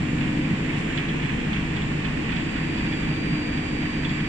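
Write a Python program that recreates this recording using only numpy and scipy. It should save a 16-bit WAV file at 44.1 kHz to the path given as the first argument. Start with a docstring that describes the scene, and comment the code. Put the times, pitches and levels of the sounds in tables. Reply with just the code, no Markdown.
"""A skew rolling mill for steel balls is already turning steadily in a factory workshop, its gearbox droning.
The motor hums, the drive whines, a thin hiss comes from the left, and the rolls churn on the right.
From 0.12 s the rolls bite about four times a second; loose steel knocks against them from 0.2 s.
The hiss flares once near 0.8 s. The whine's octave is faint around 1 s and swells after 2.3 s.
Knocks grow rarer after 3.2 s, and the mill is still turning at the end."""
import sys
import numpy as np
from scipy import signal
from scipy.fft import rfft, irfft
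from scipy.io import wavfile
from scipy.ndimage import uniform_filter1d, map_coordinates

SR = 44100
rng = np.random.default_rng(int(sys.argv[2]) if len(sys.argv) > 2 else 0)


def dump(signal):
    """Clip the signal to [-1, 1] and save it as 16-bit WAV at the path in sys.argv[1]."""
    limited = np.clip(np.atleast_2d(signal).T, -1, 1)
    pcm = np.round(limited * 32767).astype(np.int16)
    wavfile.write(sys.argv[1], SR, pcm)


N = 189056
TIME = np.arange(N) / SR
MAINS_HZ = 50
TURN_S = .24   # one turn of the gear wheel


def from_db(db):
    """Turn decibels into a gain."""
    return 10 ** (np.asarray(db) / 20)


def rms_one(x):
    """Scale to an rms (average strength) of 1."""
    return x / np.sqrt(np.mean(np.abs(x) ** 2) + 1e-20)


def level(curve):
    """Turn a curve of start_s, level_db into a gain for every sample."""
    return from_db(np.interp(TIME, *np.transpose(curve)))


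def swells(rows, width_s):
    """Gain that changes smoothly around the time in each row of peak_s, change_db."""
    return from_db(sum(db * np.exp(-((TIME - s) / width_s) ** 2) for s, db in rows))


def at_hz(points, hz):
    """Read a table between its points, with pitch spaced as the ear hears it (logarithmic)."""
    x, y = np.transpose(points)
    return np.interp(np.log(hz + 1e-3), np.log(x), y)


def coloured(x, spectrum):
    """Pass x through a body with this spectrum, falling steeply beyond its ends; rms 1."""
    hz = np.fft.rfftfreq(N, 1 / SR) + 1e-3
    lowest_hz, highest_hz = spectrum[0][0], spectrum[-1][0]
    skirts = np.minimum(1, np.minimum(hz / lowest_hz, highest_hz / hz)) ** 4
    gain = from_db(at_hz(spectrum, hz)) * skirts
    return rms_one(irfft(rfft(x) * gain, N))


def evened(x, span_s):
    """Hold the level of x steady over spans of this length."""
    power = uniform_filter1d(np.mean(x ** 2, axis=0), max(int(span_s * SR), 64))
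    return x / np.sqrt(power + 1e-12)


def pan(left_db):
    """Gains of the left and right channels; a positive value favours the left."""
    return from_db(np.array([[.5], [-.5]]) * left_db)


def balanced(pair, balance):
    """Tilt each frequency to the left or right."""
    return irfft(rfft(pair) * pan(at_hz(balance, np.fft.rfftfreq(N, 1 / SR))), N)


def from_right(x, lag_ms=0.581, shadow_hz=3000):
    """Sound from the right reaches the left microphone later and duller."""
    dulled = signal.sosfilt(signal.butter(1, shadow_hz, fs=SR, output="sos"), x)
    return np.array([np.interp(TIME - lag_ms / 1000, TIME, dulled), x])


# How alike the hall's sound is at both ears: pitch_hz, likeness (0-1, no unit)
HALL_LIKENESS = [(30, 0.96), (120, 1), (250, 0.89), (380, 0.74), (550, 0), (900, 0.0071)]


def diffuse(pair):
    """Spread two unrelated signals around as in a hall: alike at both ears in the bass only."""
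    alike = at_hz(HALL_LIKENESS, np.fft.rfftfreq(N, 1 / SR))
    mid, side = rfft(pair)
    return irfft(np.sqrt(1 + alike) * mid + np.sqrt(1 - alike) * side * [[1], [-1]], N)


def drift(per_s):
    """Smooth random wander of rms 1."""
    knots = rng.standard_normal(1024)
    wander = map_coordinates(knots, [TIME[::32] * per_s * 2], order=3, mode="wrap")
    return rms_one(wander).repeat(32)[:N]


def tone(hz, unsteady, lead=0, waver_per_s=2.966):
    """A steady or gliding tone that wavers in strength and phase; the left ear leads by lead (radians)."""
    wander = drift(waver_per_s) + 1j * drift(waver_per_s)
    waver = rms_one(1 + unsteady * wander / np.sqrt(2))
    turns = np.cumsum(hz * np.ones(N)) / SR + rng.random()
    line = waver * np.exp(2j * np.pi * turns)
    return np.sqrt(2) * (line * np.exp(1j * lead * np.array([[.5], [-.5]]))).real


def tones(rows, step_hz):
    """A set of tones, each moved to the nearest whole multiple of a step."""
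    total = 0
    for hz, db, left_db, lead, unsteady in rows:
        locked_hz = step_hz * round(hz / step_hz)
        total = total + from_db(db) * pan(left_db) * tone(locked_hz, unsteady, lead)
    return total


def mains_buzz():
    """A noisy electric buzz, repeated every mains cycle."""
    cycle = rng.standard_normal((2, round(SR / MAINS_HZ)))
    return cycle[:, np.arange(N) % cycle.shape[1]]


ROLL_TURN_S = .2585   # one turn of the rolls
FIRST_BITE_S, BITE_RISE_S = 0.12, 0.11   # the rolls bite once a turn: when first, and how fast load builds


def under_load(swing_db, lag_s):
    """Gain that follows the load: it builds quickly at each bite and eases over the rest of the turn."""
    age = (TIME - FIRST_BITE_S - lag_s) % ROLL_TURN_S
    load = np.interp(age, [0, BITE_RISE_S, ROLL_TURN_S], [0, 1, 0])
    return from_db(swing_db * (load - .5))


# Colour of the hiss, before it is scaled to its level: pitch_hz, strength_db
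HISS_COLOUR = [(2800, -8.5), (3900, 5), (4700, -0.5), (5600, -1.5), (6400, -5), (7100, -1), (7700, 0),
               (8200, -4), (9000, -14), (9600, -10)]
FLARE_S, FLARE_WIDTH_S, FLARE_DB = .79, .018, 4.5


def hiss(level_db=-56.0, buzz_db=-8):
    """Thin noise on the drive side, with an electric buzz every mains cycle; it flares once, briefly."""
    left, right = rng.standard_normal((2, N)) + from_db(buzz_db) * mains_buzz()
    duller_right = signal.lfilter([1], [1, -.55], right)
    sides = np.array([coloured(left, HISS_COLOUR), coloured(duller_right, HISS_COLOUR)])
    flare_db = FLARE_DB * np.exp(-((TIME - FLARE_S) / FLARE_WIDTH_S) ** 2)
    return from_db(level_db + flare_db) * pan(left_db=15.5) * sides


WHINE_HZ = 2311.6   # switching pitch of the drive
# The microphone moves through the standing waves of the whine: start_s, left_right_db, left_lead_rad
WHINE_PLACE = [(.2, -3, -1.7), (.6, -3, -2.4), (.9, 5, -2.6), (1.6, 4, -2.4), (2.3, -4, -3.1),
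               (3.0, 7, -1.7), (3.4, 3, -.8), (3.7, -7, -1.3), (4.1, -7, -1.4)]
# Overtones of the whine: multiple (of its pitch), level_db (rms), left_right_db, left_lead_rad,
# unsteadiness (0-1)
WHINE_OVERTONES = [(3, -64, 5.5, 3.8, 0.6), (3.5, -72, 16, 5, 0.4)]
# Rise and fall of the whine's octave, before its trim: start_s, level_db
OCTAVE_LEVEL = [(0, -61), (.35, -57), (.7, -59), (1.0, -68), (1.45, -67), (1.65, -61), (2.05, -60),
                (2.3, -57.5), (2.65, -52.5), (3.3, -49.5), (4.29, -52)]
# Rise and fall of the whine's fourth multiple: start_s, level_db
FOURTH_LEVEL = [(0, -75), (.3, -70.5), (.9, -72), (1.1, -76), (2.0, -84), (2.7, -74), (3.7, -84),
                (4.29, -80)]
# Rise and fall of the high whistle, before its trim: start_s, level_db
WHISTLE_LEVEL = [(.05, -60.5), (.25, -60.5), (.45, -64), (.62, -59.5), (.79, -61.5), (.96, -56),
                 (1.06, -68), (1.2, -61.5), (1.62, -70), (1.75, -59.5), (1.92, -62), (2.1, -65),
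                 (2.38, -59.5), (2.7, -63.5), (3.02, -59), (3.17, -69), (3.45, -63), (3.55, -68),
                 (3.75, -62), (3.94, -74), (4.1, -57), (4.29, -66)]
# Wandering pitch of the high whistle: start_s, pitch_hz
WHISTLE_PITCH = [(.15, 7339), (.4, 7329), (.7, 7338), (.95, 7334), (2.13, 7334), (2.22, 7351), (2.5, 7353),
                 (2.75, 7330), (3.75, 7332), (4.29, 7335)]


def drive(pitch_db=-45.0, octave_trim_db=0.5, whistle_trim_db=-2.0):
    """Switching makes a whine that shifts between the ears, with uneven overtones and a wandering whistle."""
    place_s, *columns = np.transpose(WHINE_PLACE)
    left_db, lead = (np.interp(TIME, place_s, column) for column in columns)
    whine = from_db(pitch_db) * pan(left_db) * tone(WHINE_HZ, unsteady=0, lead=lead)

    overtone_rows = [(multiple * WHINE_HZ, *rest) for multiple, *rest in WHINE_OVERTONES]
    overtones = tones(overtone_rows, WHINE_HZ / 2)

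    octave = tone(2 * WHINE_HZ, unsteady=0.14, lead=2.7, waver_per_s=9.0)
    octave = from_db(octave_trim_db) * level(OCTAVE_LEVEL) * pan(left_db=8.5) * octave
    fourth = level(FOURTH_LEVEL) * pan(left_db=6) * tone(4 * WHINE_HZ, unsteady=.25)

    whistle_hz = np.interp(TIME, *np.transpose(WHISTLE_PITCH))
    whistle = tone(whistle_hz, unsteady=0.18, waver_per_s=9.0)
    whistle = from_db(whistle_trim_db) * level(WHISTLE_LEVEL) * pan(left_db=12.0) * whistle
    return whine + overtones + octave + fourth + whistle


# Mains hum: pitch_hz, level_db (rms), left_right_db, left_lead_rad, unsteadiness (0-1)
HUM = [(50, -48.5, 0, 0, .1), (150, -36, 0, 0, .4), (200, -46.5, 0, 0, .3), (400, -49.5, -5, -.9, .4),
       (1200, -64, -5, .9, .3), (1400, -61, 2, .4, .3), (1500, -55, 2, -1.4, .3), (1750, -59.5, 1, -.2, .3),
       (1800, -53, 1, .2, .4), (1850, -62, -10, -.6, .4), (2000, -54, -5, -1.8, .2),
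       (5200, -80, 20, -1.6, .2)]
# Tones of shafts and gears, moved to the nearest multiple of the wheel's turning rate when played:
# pitch_hz, level_db (rms), left_right_db, left_lead_rad, unsteadiness (0-1)
GEAR_TONES = [(25, -41.6, 0, 0, .12), (46, -44, 0, 0, .3), (79, -45, 0, 0, .5), (96, -46.5, 0, 0, .3),
              (146, -46, 0, 0, .4), (162, -46.5, 0, 0, .4), (167, -46.5, 0, 0, .4), (179, -44.5, 0, 0, .3),
              (204, -46.5, 0, 0, .4), (212, -47, 0, 0, .5), (225, -45, 0, 0, .4), (246, -46, 0, .3, .4),
              (333, -45.3, 0, 0, .3), (425, -58, 6, -.2, .2), (438, -58, -5, .3, .2), (517, -54, 7, -2, .3),
              (721, -63, 15, 1.1, .2), (1333, -64, 1, -.2, .3), (2475, -58.5, -3, 1.5, .5),
              (3671, -66, -2, .4, .6), (4325, -72.5, 4, -.2, .3), (4400, -73, 0, -.7, .3),
              (4925, -75.5, 20, -1.4, .2)]
# Rise and fall of the hum's fifth harmonic, before its trim: start_s, level_db
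FIFTH_LEVEL = [(.1, -33), (.45, -35), (.8, -39.5), (1.7, -41), (2.3, -37.5), (3.0, -37.5), (4.29, -37.5)]
# Rise and fall of the hum's sixth harmonic, before its trim: start_s, level_db
SIXTH_LEVEL = [(.1, -33), (.25, -38), (.38, -34.5), (.55, -49.5), (1.65, -53.5), (2.2, -42.5), (2.5, -40.5),
               (3.3, -36.5), (4.25, -36)]


def motor(fifth_trim_db=2.5, sixth_trim_db=2.0):
    """Magnetic hum on multiples of the mains, with a changing fifth and sixth, plus shaft and gear tones."""
    fifth = from_db(fifth_trim_db) * level(FIFTH_LEVEL) * tone(5 * MAINS_HZ, unsteady=0.099)
    sixth = from_db(sixth_trim_db) * level(SIXTH_LEVEL) * tone(6 * MAINS_HZ, unsteady=0.35)
    return fifth + sixth + tones(HUM, MAINS_HZ) + tones(GEAR_TONES, 1 / TURN_S)


def band(x, low_hz, high_hz):
    """Keep only the sound between two pitches."""
    return signal.sosfilt(signal.butter(2, [low_hz, high_hz], "band", fs=SR, output="sos"), x)


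# What the rattling steel rings with: pitch_hz, strength_db, t60_s (time to fade by 60 dB)
STEEL = [(1080, -10.5, .07), (1830, -7, .04), (1906, -9.5, .04), (2020, -7.5, .027), (2330, -0.5, 0.059),
         (2562, 2, 0.05), (2642, -1.5, 0.06), (2985, 2.5, 0.031), (3074, -6.5, 0.039), (3316, 2, 0.05),
         (3425, -2.5, 0.051), (3620, -9.5, 0.052), (4200, -16.5, 0.057)]


def steel_ring(contacts):
    """Each contact sets the steel's resonances ringing, and they die away."""
    rings = 0
    for k, (hz, db, t60_s) in enumerate(STEEL):
        decay = from_db(-60 / (t60_s * SR))   # per sample
        angle = 2 * np.pi * hz / SR
        feedback = [1, -2 * decay * np.cos(angle), decay * decay]
        sign = (-1) ** k
        rings = rings + sign * from_db(db) * signal.lfilter([1, 0, -1], feedback, contacts)
    return rings


# Knocks of steel on the rolls: start_s, level_db (rms of the first 40 ms, before panning and echo),
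# chatter_s, clatter_db (dull clatter against the ring)
RATTLES = [(.208, -36.5, 0.02, 2), (0.264, -50, .014, 3), (.448, -39.5, 0.017, 3.5),
           (.689, -36.5, 0.015, 8), (.73, -44, .014, -3), (.905, -42, .012, 6), (.974, -33.5, 0.0068, -1.5),
           (0.983, -37, 0.011, -4), (1.008, -45, 0.023, 12), (1.085, -38, 0.0097, -4),
           (1.22, -38.5, .012, 1), (1.247, -39.5, 0.018, 3.5), (1.529, -35.5, 0.02, -2),
           (1.565, -37, 0.011, 3.5), (1.7636, -38, 0.0097, -3), (1.8082, -39, 0.014, 0),
           (2.044, -36, 0.013, -3.5), (2.291, -41, .012, -1), (2.3181, -36.5, 0.01, -0.5),
           (2.364, -39, .012, -10), (2.4, -43, .015, -8), (2.559, -36.5, .012, 3), (2.581, -38.5, 0.011, 7),
           (2.775, -39.5, .011, -2), (2.9231, -36.5, .012, 1.5), (3.028, -40, 0.014, -1),
           (3.16, -40, 0.013, 0), (3.57, -41.5, .012, -2), (4.046, -34.5, 0.011, -1.5),
           (4.09, -37, .012, -7)]
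RATTLE_TOP_HZ, DULLING_OCT_PER_DB = 3900, .055   # top at 0 dB of clatter; more clatter lowers it


def rattle(body_hz=2150, crack_db=-4, crack_hz=3300, hall_db=-10.5, hall_t60_s=0.4):
    """Knocks are short chatters of contacts that crack, clatter on guides, ring steel and echo in the hall."""
    age = TIME[:SR // 6]
    chatter_s = np.array(RATTLES)[:, 2:3]
    shape = (len(RATTLES), len(age))
    hits = rng.random(shape) < 1500 / SR   # about 1500 contacts per second
    contacts = rng.standard_normal(shape) * hits * np.exp(-age / chatter_s) + 1e-18
    cracks = band(contacts, crack_hz / 1.2, crack_hz * 1.2)
    bodies = band(contacts, body_hz / 1.3, body_hz * 1.3)
    rings = steel_ring(contacts)

    knocks = np.zeros(N + SR)
    for (start_s, db, _, body_db), ring, crack, body in zip(RATTLES, rings, cracks, bodies):
        start = round(start_s * SR)
        knock = rms_one(ring) + from_db(crack_db) * rms_one(crack) + from_db(body_db) * rms_one(body)
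        top_hz = RATTLE_TOP_HZ * 2 ** (-DULLING_OCT_PER_DB * body_db)
        knock = signal.sosfilt(signal.butter(4, top_hz, fs=SR, output="sos"), knock)
        knocks[start:start + len(age)] += from_db(db) * knock / np.std(knock[age < .04])

    echoes = rng.standard_normal((2, SR)) * from_db(-60 * TIME[:SR] / hall_t60_s)
    echoes = echoes / np.linalg.norm(echoes[0])
    hall = signal.fftconvolve(knocks[None], echoes, axes=1)[:, :N]
    return pan(left_db=-4.0) * (from_right(knocks[:N]) + from_db(hall_db) * hall)


# Resonances of the rolls: pitch_hz, level_db (rms, before the load moves it), wavers_per_s,
# left_right_db, left_lead_rad
ROLL_RINGS = [(970, -63.5, 31, -1.5, -3.3), (1096, -56, 28, -2.5, -0.5), (1750, -57, 13, -2, 1.3),
              (1930, -52, 34, -2.5, -4), (2280, -53, 40, -4, -3.5)]


def ringing():
    """The rubbing keeps a few resonances of the rolls singing, louder at each bite."""
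    strands = 0
    for hz, db, waver, left_db, lead in ROLL_RINGS:
        strand = tone(hz, unsteady=5.5, lead=lead, waver_per_s=waver)
        strands = strands + from_db(db) * pan(left_db) * strand
    return under_load(swing_db=11.5, lag_s=0.033) * strands


def grit(per_s=110, spread_db=2.5, bite_s=0.0013):
    """Tiny high spots on the steel snap at random, each a small burst of its own size; rms 1."""
    snaps = rng.random(N) < per_s / SR
    sizes = snaps * from_db(spread_db * np.minimum(rng.exponential(1, N), 3))
    bursts = signal.lfilter([1], [1, -np.exp(-1 / (bite_s * SR))], sizes + 1e-18)
    return rms_one(bursts * rng.standard_normal(N))


def rubbing(direct_db, buzz_db, grain_db):
    """Steel catches on steel in uneven grains, heard directly and through the hall, with motor buzz."""
    hall = diffuse(rng.standard_normal((2, N)) + from_db(buzz_db) * mains_buzz())
    grains = rms_one(rng.standard_normal(N) * from_db(grain_db * drift(per_s=35)))
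    return hall + from_db(direct_db) * from_right(grains)


# Colour of the churning, before it is scaled to its level: pitch_hz, strength_db
CHURN_COLOUR = [(1000, -25.5), (1400, -9), (1650, -3), (1850, -1), (2050, -0.5), (2220, -1.5), (2400, -0.5),
                (2680, -2), (2900, -6), (3400, -10), (3750, -16.5), (4600, -27), (6500, -30), (9000, -40.5)]
# Where the churning is heard: pitch_hz, left_right_db
CHURN_BALANCE = [(1400, -5.5), (1800, -3), (2200, -2.5), (2900, -7.5), (3500, -3.5), (4600, -2.5),
                 (6500, -2.5), (9000, 4.5)]
# Level of the churning, before the grinds and the balance: start_s, level_db
CHURN_LEVEL = [(.05, -36.5), (.7, -35.5), (1.1, -35), (2.1, -36), (2.7, -35), (3.4, -36), (3.9, -36),
               (4.29, -34.5)]
# The rolls grind harder at each bite: peak_s, change_db
GRINDS = [(.26, 1.5), (.48, 0), (.77, 1.5), (1.0, 2.5), (1.29, 1), (1.56, 2), (1.78, 1.5), (2.05, 1),
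          (2.33, 2.5), (2.55, 0.1), (2.84, 2), (3.07, 0.7), (3.35, 1.3), (3.59, 1), (3.83, 1.7),
          (4.12, 0.8)]
# Colour of the heavy bed's rumbling, before it is scaled to its level: pitch_hz, strength_db
BED_COLOUR = [(380, -4), (520, -2.5), (640, 1), (740, 3), (860, 3.5), (980, 4), (1180, 1), (1350, -3),
              (1700, -17)]


def rolls(bed_db=-41.0, grit_db=-5.5):
    """The rolls churn and crunch in their guides and set the heavy bed rumbling, harder at each bite."""
    contact = rubbing(direct_db=0.5, buzz_db=-9.0, grain_db=2.0)
    contact = contact + from_db(grit_db) * from_right(grit())
    churn_gain = level(CHURN_LEVEL) * swells(GRINDS, width_s=0.062)
    churn = churn_gain * balanced(coloured(contact, CHURN_COLOUR), CHURN_BALANCE)

    bed = coloured(rubbing(direct_db=-5.0, buzz_db=-7.0, grain_db=6.0), BED_COLOUR)
    bed_gain = from_db(bed_db) * under_load(swing_db=2.5, lag_s=0.0037)
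    return churn + bed_gain * pan(left_db=2.5) * bed


def meshing(repeat, memory):
    """The same tooth errors come round every turn; a share of them changes slowly from turn to turn."""
    size = round(TURN_S * SR)
    turns = rng.standard_normal((2, N // size + 12, size))
    same = turns[:, :1]
    changing = rms_one(signal.lfilter([1], [1, -memory], turns[:, 1:], axis=1))
    mixed = np.sqrt(repeat) * same + np.sqrt(1 - repeat) * changing
    return diffuse(mixed.reshape(2, -1)[:, -N:])


# Colour of the casing's low throb, before it is scaled to its level: pitch_hz, strength_db
THROB_COLOUR = [(85, -13), (112, -11), (128, -3.5), (148, -2), (172, -3), (188, -12), (205, -3.5),
                (228, -4.5), (245, -27.5), (280, -37.5)]
# Level of the throb, before its trim, load and surges: start_s, level_db
THROB_LEVEL = [(.2, -25.5), (1.0, -32.5), (1.5, -27.5), (2.0, -30.5), (2.4, -29), (2.9, -30.5), (3.4, -30),
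               (4.29, -30)]
# Surges of the throb: peak_s, change_db
SURGES = [(.22, 3), (.53, 6.5), (.8, 5.5), (1.1, 2), (1.3, 2.5), (1.53, 2.5), (1.63, 1), (1.9, 3.5),
          (2.05, 0.5), (2.37, 4), (2.56, -1), (2.86, 5.5), (3.1, 5), (3.32, 8), (3.87, 5), (4.11, 1)]
# Colour of the stiffer panels' growl, before it is scaled to its level: pitch_hz, strength_db
GROWL_COLOUR = [(205, -11), (240, -5.5), (275, 2.5), (325, 2), (342, -3.5), (360, -11.5), (415, -9),
                (460, -9.5), (530, -14), (640, -19)]
# Level of the growl, before its trim and load: start_s, level_db
GROWL_LEVEL = [(0, -30.5), (.45, -28.5), (.75, -29), (1.3, -29.5), (2.0, -30.5), (2.4, -29.5), (3.1, -29.5),
               (3.8, -31), (4.29, -33.5)]
# Colour of the foundation's rumble, before it is scaled to its level: pitch_hz, strength_db
RUMBLE_COLOUR = [(12, -14.5), (25, -5.5), (38, -12.5), (50, 5.5), (62, 2.5), (78, -2.5), (100, 1.5),
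                 (125, -12), (170, -36.5)]


def gearbox(throb_trim_db=-2.0, growl_trim_db=-4.0, rumble_db=-41.0):
    """Tooth forces shake foundation, casing and stiffer panels; the panels growl most as the load eases."""
    throb_gain = from_db(throb_trim_db) * level(THROB_LEVEL) * under_load(swing_db=2.5, lag_s=0.0058)
    throb_gain = throb_gain * swells(SURGES, width_s=0.027)
    casing = evened(coloured(meshing(repeat=0.24, memory=0.44), THROB_COLOUR), span_s=0.16)

    growl_gain = from_db(growl_trim_db) * level(GROWL_LEVEL) * under_load(swing_db=-4.0, lag_s=0.023)
    panels = evened(coloured(meshing(repeat=0.21, memory=0.45), GROWL_COLOUR), span_s=0.19)

    foundation = from_db(rumble_db) * coloured(meshing(repeat=0.5, memory=0.45), RUMBLE_COLOUR)
    return throb_gain * casing + growl_gain * panels + foundation


def scene():
    """The whole mill, heard from beside its frame."""
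    return hiss() + drive() + motor() + rattle() + ringing() + rolls() + gearbox()


CUTOFF_HZ = 9400


def record(dry):
    """Cut the top steeply above the cutoff."""
    return signal.sosfilt(signal.ellip(10, .1, 80, CUTOFF_HZ, fs=SR, output="sos"), dry)


dry = scene()
out = record(dry)
dump(out)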